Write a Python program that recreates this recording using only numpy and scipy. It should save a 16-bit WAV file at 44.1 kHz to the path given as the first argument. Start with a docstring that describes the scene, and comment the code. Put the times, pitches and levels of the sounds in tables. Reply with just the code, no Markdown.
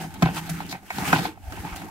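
"""Close, hollow scraping, knocks and a crisp crunch: cabbage being shredded outdoors.
A plastic box slides to and fro on a steel tray. It sticks and slips, knocks on its rails and sets
the tray droning; on the forward stroke the blades burst the leaves' cells in a dense crackle.
Single leaves snap on the way back, and the whole rig bumps dully on its support."""
import sys
import numpy as np
from scipy import signal
from scipy.fft import rfft, irfft
from scipy.io import wavfile
from scipy.ndimage import uniform_filter1d

SR = 44100
rng = np.random.default_rng(int(sys.argv[2]) if len(sys.argv) > 2 else 0)


def master_out(mix):
    """Clip the mix to full scale and print it as 16-bit PCM to the path in sys.argv[1]."""
    frames = np.transpose(np.atleast_2d(mix))
    ceiling = np.clip(frames, -1, 1)
    pcm = np.round(ceiling * 32767).astype(np.int16)
    wavfile.write(sys.argv[1], SR, pcm)


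N = 83790

# Tone colours of the noisy layers. Each row: frequency in Hz, relative gain in dB.
AIR_EQ = [(25, 12), (60, 0), (200, -4), (500, -6.5), (800, 3.5), (2000, -52.5), (6000, -24), (16000, -45)]
SWAY_EQ = [(20, -22.5), (45, -7), (70, -1.5), (100, 0.5), (130, -9), (250, -40)]
RUMBLE_EQ = [(25, -40), (55, -15), (110, -12.5), (160, -6), (195, 1), (230, -10.5), (275, -5), (380, -13.5),
             (520, -24), (900, -53.5)]
GROAN_EQ = [(200, -26.5), (310, 11.5), (400, -2), (480, 4.5), (600, -23), (1200, -42)]
SCRAPE_EQ = [(150, -24.5), (330, -3.5), (540, -14.5), (680, 2.5), (790, 2), (950, -2.5), (1150, -8.5),
             (1450, -10.5), (1850, -17.5), (2500, -7.5), (3300, -13), (4800, -20), (9000, -39),
             (16000, -65)]
CLATTER_EQ = [(200, -13), (400, -3.5), (560, 0.5), (750, 6.5), (1100, -3.5), (1500, -5.5), (2000, -7),
              (2900, -13), (4000, -20.5), (16000, -53)]
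CRACK_EQ = [(300, -12.5), (1300, 2.5), (2600, -7), (4000, -2), (6000, -7), (10000, -17), (16000, -15)]
SNAP_EQ = [(800, 2), (2500, 3), (5000, 0), (9000, -0.5), (13000, -2.5), (16000, -1)]
RASP_EQ = [(800, -11), (3000, -8.5), (3700, 0.5), (4200, 2), (4900, -3), (6200, -4.5), (8000, -12),
           (16000, -13.5)]
CUT_EQ = [(400, -44), (1500, 14.5), (3500, 1), (5500, 1.5), (8000, 1.5), (10300, -1), (12500, 1),
          (15500, -4.5)]

# Fader rides of the sustained layers. Each row: time in seconds, gain in dB.
SWAY_RIDE = [(0, -51.5), (.2, -50.5), (.3, -42), (.4, -49.5), (.55, -42.5), (.7, -52), (.8, -58),
             (.95, -52.5), (1.15, -41), (1.35, -56), (1.52, -43.5), (1.9, -49.5)]
DRONE_RIDE = [(0, -39), (.07, -37), (.11, -52), (.32, -56), (.39, -36.5), (.43, -41), (.495, -38),
              (.518, -25), (.57, -37.5), (.66, -39.5), (.74, -62), (.85, -86)]
RUMBLE_RIDE = [(0, -38.5), (.06, -37.5), (.11, -48.5), (.165, -41), (.21, -40), (.3, -36), (.42, -43),
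               (.62, -40), (.75, -44.5), (.8, -57.5), (.92, -51), (.99, -32.5), (1.06, -34.5),
               (1.15, -28.5), (1.25, -37), (1.35, -52), (1.43, -60), (1.5, -49), (1.65, -40.5),
               (1.78, -48.5), (1.84, -34), (1.9, -51.5)]
FRICTION_RIDE = [(0, -35), (.04, -36.5), (.09, -48), (.16, -42.5), (.21, -48.5), (.26, -30), (.32, -40),
                 (.38, -31), (.41, -42), (.5, -37.5), (.56, -42.5), (.61, -36.5), (.67, -44.5), (.755, -38),
                 (.8, -53), (.895, -46.5), (.93, -38), (1.0, -33), (1.11, -28.5), (1.2, -29),
                 (1.265, -31.5), (1.31, -44.5), (1.39, -57.5), (1.47, -50), (1.53, -43), (1.66, -37.5),
                 (1.73, -39.5), (1.78, -43), (1.83, -43), (1.9, -44.5)]
CUT_RIDE = [(0, -46), (.04, -46), (.09, -56), (.2, -56.5), (.24, -45.5), (.29, -54.5), (.385, -37.5),
            (.41, -49.5), (.48, -48), (.52, -44.5), (.65, -51.5), (.73, -51.5), (.8, -62.5), (.89, -52),
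            (.97, -41), (1.12, -35), (1.26, -44), (1.365, -69.5), (1.44, -60.5), (1.52, -52), (1.66, -50),
            (1.8, -51), (1.9, -54.5)]

# Stereo width. Each row: frequency in Hz, side minus mid in dB.
WIDTH = [(30, -2), (80, 1), (170, -14.5), (350, -9.5), (700, -10.5), (1200, -2.5), (2500, -4), (5000, 0),
         (16000, 0)]
# The scrape leans as the box shifts on its rails. Each row: time in seconds, left minus right in dB.
LEAN = [(0, -0.5), (.6, -1), (1.15, -0.5), (1.55, -2.5), (1.9, 0)]
# Resonances of tray and box. Each row: frequency in Hz, relative level in dB, T60 in seconds.
MODES = [(127.4, -1.5, 0.097), (172.5, 2.5, 0.14), (274, -6.5, .11), (335, -8, 0.1), (394, -11.5, 0.056),
         (605, -21, 0.017), (665, -7, 0.026), (759.5, -2.5, 0.036), (886, -7, 0.039), (1018.4, -10, 0.063),
         (1296, -11, 0.035), (1446, -14, 0.075), (1561, -12.5, 0.092), (1880, -11.5, 0.094),
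         (2230, -13, 0.067), (2515, -18, 0.12), (3053, -28, 0.15)]
# Stereo spread of the resonances. Each row: frequency in Hz, lead of the left side in radians.
MODE_PHASE = [(130, -0.18), (270, -.3), (600, -1.14), (850, -0.63), (1050, -0.74), (1400, -1.85),
              (2100, -2.7), (3100, -0.5)]
# Dull bumps of the rig. Each row: centre in seconds, pitch in Hz, level in dB.
BUMPS = [(0.249, 63, -22.5), (.31, 98, -32.5), (1.44, 71.5, -36.5), (1.485, 65, -25), (1.603, 78, -31),
         (1.73, 53.4, -30.5)]
# The box hits rails and stops. Each row: start in seconds, gains of box clack, tray boom and crack
# in dB, pitch favoured by the struck spot in Hz.
KNOCKS = [(.2225, -15, -18, -21, 640), (.227, -15.5, -10.5, -30.5, 690), (.258, -20.5, -17.5, -57, 1080),
          (.271, -26, -29, -55, 1500), (.287, -28.5, -31, -61, 810), (.376, -42, -50, -27.5, 970),
          (.603, -27, -45, -42, 836), (.726, -27.5, -36, -58, 2200), (.749, -35, -41, -60, 810),
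          (.829, -51, -72, -67, 746), (.9035, -22.5, -59, -35, 2180), (.983, -27.5, -26.5, -27, 855),
          (1.082, -34, -29.5, -26, 1200), (1.128, -9, -17, -21.5, 1390), (1.132, -17, -18, -41, 900),
          (1.159, -20.5, -20, -49, 1030), (1.189, -23.5, -24, -48, 860), (1.252, -21, -41, -28, 803),
          (1.3745, -45, -65, -68, 790), (1.521, -35, -47, -34.5, 1500), (1.573, -36.5, -54, -56, 870),
          (1.647, -34, -30.5, -55, 810), (1.726, -35, -40, -60, 1260), (1.817, -35, -43, -44, 745),
          (1.865, -41.5, -53, -48, 726)]
# Leaves snap and rip. Each row: start in seconds, length in seconds, level in dB.
LEAF_SNAPS = [(.104, .005, -49.5), (.139, 0.0065, -41), (.338, 0.017, -40), (.372, 0.016, -51),
              (.491, 0.013, -30), (.664, 0.0044, -41), (1.755, 0.015, -37)]
# Leaves drag back over the blades. Each row: start in seconds, length in seconds, level in dB.
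LEAF_RASPS = [(.688, 0.015, -36), (.707, 0.014, -35), (.719, 0.011, -42)]

TIME = np.arange(N) / SR
PADDED_HZ = np.arange(N + 1) * SR / (2 * N)  # bins of a double-length spectrum
LEFT_RIGHT = np.array([[.5], [-.5]])  # splits a difference between the sides


def undb(db):
    return 10 ** (np.asarray(db) / 20)


def unit(x):
    return x / np.sqrt(np.mean(x ** 2))


def fader(rows):
    """Gain along a table of seconds and dB."""
    return undb(np.interp(TIME, *np.array(rows).T))


def at_hz(points, hz):
    """Read a table on a log frequency axis."""
    freqs, values = np.array(points).T
    return np.interp(np.log(np.maximum(hz, 1)), np.log(freqs), values)


def colour(x, eq):
    """Minimum-phase EQ that keeps the power of white noise."""
    gain = unit(undb(at_hz(eq, PADDED_HZ)))
    cepstrum = irfft(np.log(gain))
    cepstrum[1:N] *= 2
    cepstrum[N + 1:] = 0
    return irfft(rfft(x, 2 * N) * np.exp(rfft(cepstrum)))[..., :N]


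def stereo(pair):
    """Two unrelated sounds become mid and side, narrowest in the low mids."""
    mid = pair[0]
    side = irfft(rfft(pair[1], 2 * N) * undb(at_hz(WIDTH, PADDED_HZ)))[:N]
    return np.array([mid + side, mid - side])


def decay(start, t60):
    """A sudden start and an exponential fall."""
    age = TIME - start
    return (age >= 0) * np.exp(-np.log(1000) * np.maximum(age, 0) / t60)


def convolve(x, response):
    return signal.fftconvolve(np.atleast_2d(x), response, axes=-1)[:, :N]


def noise_pair():
    return rng.standard_normal((2, N))


def wander(per_s):
    """Smooth random movement with an RMS of 1."""
    hold = max(int(SR / per_s), 1)
    steps = rng.standard_normal(N)[np.arange(N) // hold]
    return unit(uniform_filter1d(uniform_filter1d(steps, hold), hold))


def grains(per_s, spread_db):
    """Two streams of tiny clicks, each click smeared by reflections inside the box."""
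    smear_t60_s, smear_db = 0.011, 0.5
    fires = rng.random(N) < per_s / SR
    size = fires * undb(spread_db * np.minimum(rng.exponential(size=N), 5))
    smear = np.sqrt(np.abs(convolve(size ** 2, decay(0, smear_t60_s / 2)[None])))
    clicks = size * rng.choice([-1, 1], (2, N))
    return unit(unit(clicks) + undb(smear_db) * unit(smear * noise_pair()))


def ring(part, spot_hz=None):
    """Stereo ring of the "tray" (modes under 500 Hz) or the "box"; a struck spot favours some modes."""
    spot_db, spot_octaves, pan_db = 10.5, 0.25, 1
    t, out = TIME[:N // 4], 0
    for k, (hz, db, t60) in enumerate(MODES):
        if part == ("tray" if hz < 500 else "box"):
            lead = at_hz(MODE_PHASE, hz) * LEFT_RIGHT
            if spot_hz:
                nearness = np.exp(-(np.log2(hz / spot_hz) / spot_octaves) ** 2)
                db = db + spot_db * nearness + pan_db * rng.standard_normal((2, 1))
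            envelope = undb(db) * np.exp(-np.log(1000) * t / t60)
            out = out + (-1) ** k * envelope * np.sin(2 * np.pi * hz * t + lead)
    return out


def swell(centre_s, half_width_s):
    """A bell-shaped fade in and out."""
    return np.exp(-((TIME - centre_s) / half_width_s) ** 2)


def outdoor_air():
    """A faint, steady bed of still air."""
    return undb(-61) * stereo(colour(noise_pair(), AIR_EQ))


def rig_bumps():
    """The rig rocks on its support: a deep, uneven sway with bumps of a cycle or two."""
    sway = stereo(unit(colour(noise_pair(), SWAY_EQ))) * fader(SWAY_RIDE)
    return sway + sum(undb(db) * swell(centre, half_width_s=0.01) * np.sin(2 * np.pi * hz * (TIME - centre))
                      for centre, hz, db in BUMPS)


def tray_drone():
    """The tray sings as friction locks onto its strongest mode, wavering in pitch."""
    pitch_hz, waver = 166, 0.016
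    phase = 2 * np.pi * np.cumsum(pitch_hz * (1 + waver * wander(33.3))) / SR
    return np.sqrt(2) * np.sin(phase) * fader(DRONE_RIDE)


def squeal():
    """A narrow friction resonance chirps upward under the push."""
    centre_s, centre_hz, glide_hz_per_s, width_hz = 1.06, 1110, 4800, 160
    age = TIME - centre_s
    phase = 2 * np.pi * (centre_hz * age + glide_hz_per_s * age ** 2 / 2)
    pair = np.array([wander(2 * width_hz) * np.cos(phase) + wander(2 * width_hz) * np.sin(phase)
                     for _ in range(2)])
    return stereo(pair * undb(-35) * swell(centre_s, half_width_s=0.019))


def shifting_contact(scrape):
    """Half-octave bands swell and fade as the contact spots shift; a light rub is duller."""
    lowest_hz, patch_db, firm_rub_db = 500, 4, -33
    spectrum, out = rfft(scrape), 0
    hz = np.maximum(np.arange(N // 2 + 1) * SR / N, 1)
    band_position = np.clip(2 * np.log2(hz / lowest_hz), 0, 7)
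    tilt_db_per_octave = 0.1258 * (20 * np.log10(fader(FRICTION_RIDE)) - firm_rub_db)
    for k in range(8):
        band = irfft(spectrum * np.maximum(1 - np.abs(band_position - k), 0), N)
        out = out + band * undb(patch_db * wander(per_s=22) + tilt_db_per_octave * k / 2)
    return out


def box_slide():
    """Plastic sticks and slips on steel: the box scrapes, rings and groans, the tray rumbles."""
    scrape_db, ring_db, groan_db, flicker_db = -4, -7.5, -38.5, 1.5
    slips = grains(per_s=1500, spread_db=0) * undb(flicker_db * wander(60.8)) * fader(FRICTION_RIDE)
    box = ring("box")
    ringing = convolve(slips[0], box / np.sqrt(np.sum(box ** 2) / 2))
    rumble = unit(colour(grains(per_s=1500, spread_db=1.5), RUMBLE_EQ)) * fader(RUMBLE_RIDE)
    groan = unit(colour(grains(per_s=1500, spread_db=1.5), GROAN_EQ))
    groan *= undb(groan_db) * swell(1.231, half_width_s=0.082)  # the walls take the forward push
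    scrape = undb(scrape_db) * shifting_contact(colour(slips, SCRAPE_EQ))
    sound = stereo(scrape + rumble + groan) + undb(ring_db) * ringing
    return sound * fader(LEAN) ** LEFT_RIGHT


def box_knocks():
    """Each blow on the rails rings box and tray, with a short clatter and a bright crack."""
    clatter_db, crack_attack_s = -8, 0.0022
    tray_blows = clacks = clatter = crack = 0
    for start, box_db, tray_db, crack_db, spot_hz in KNOCKS:
        blow = np.zeros(N)
        blow[int(start * SR)] = 1
        tray_blows += undb(tray_db) * blow
        clacks += undb(box_db) * convolve(blow, ring("box", spot_hz))
        clatter += undb(box_db + clatter_db) * decay(start, t60=0.06)
        attack = np.clip((TIME - start) / crack_attack_s, 0, 1)
        crack += undb(crack_db) * attack * decay(start, t60=0.029)
    noise = colour(clatter * noise_pair(), CLATTER_EQ) + colour(crack * noise_pair(), CRACK_EQ)
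    return clacks + convolve(tray_blows, ring("tray")) + stereo(noise)


def leaf_crackle(rows, eq, t60_in_lengths):
    """Leaves snap or drag in short spurts of crackle that rise for half their length, then die away."""
    envelope = 0
    for start, length, db in rows:
        peak = start + length / 2
        rise = np.clip((TIME - start) / (length / 2), 0, 1)
        envelope += undb(db) * np.where(TIME < peak, rise, decay(peak, t60_in_lengths * length))
    return stereo(colour(grains(per_s=4000, spread_db=3.1) * envelope, eq))


def blade_crunch():
    """Crisp cells burst on the blades in a dense, flickering crackle."""
    gain_db, flicker_db = 1.5, 1.5
    cells = grains(per_s=5700, spread_db=-1) * undb(flicker_db * wander(110))
    return undb(gain_db) * stereo(colour(cells * fader(CUT_RIDE), CUT_EQ))


def scene():
    """Box, tray and cabbage over the still outdoor air."""
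    box_and_tray = box_knocks() + box_slide() + squeal() + tray_drone()
    crunch = blade_crunch()
    snaps = leaf_crackle(LEAF_SNAPS, SNAP_EQ, t60_in_lengths=5.1)
    rasps = leaf_crackle(LEAF_RASPS, RASP_EQ, t60_in_lengths=4.7)
    return outdoor_air() + rig_bumps() + box_and_tray + snaps + rasps + crunch


def record(dry):
    """A steep low-pass takes off the very top."""
    top_hz = 15700
    return signal.sosfilt(signal.ellip(10, .2, 80, top_hz, fs=SR, output="sos"), dry)


dry = scene()
out = record(dry)
master_out(out)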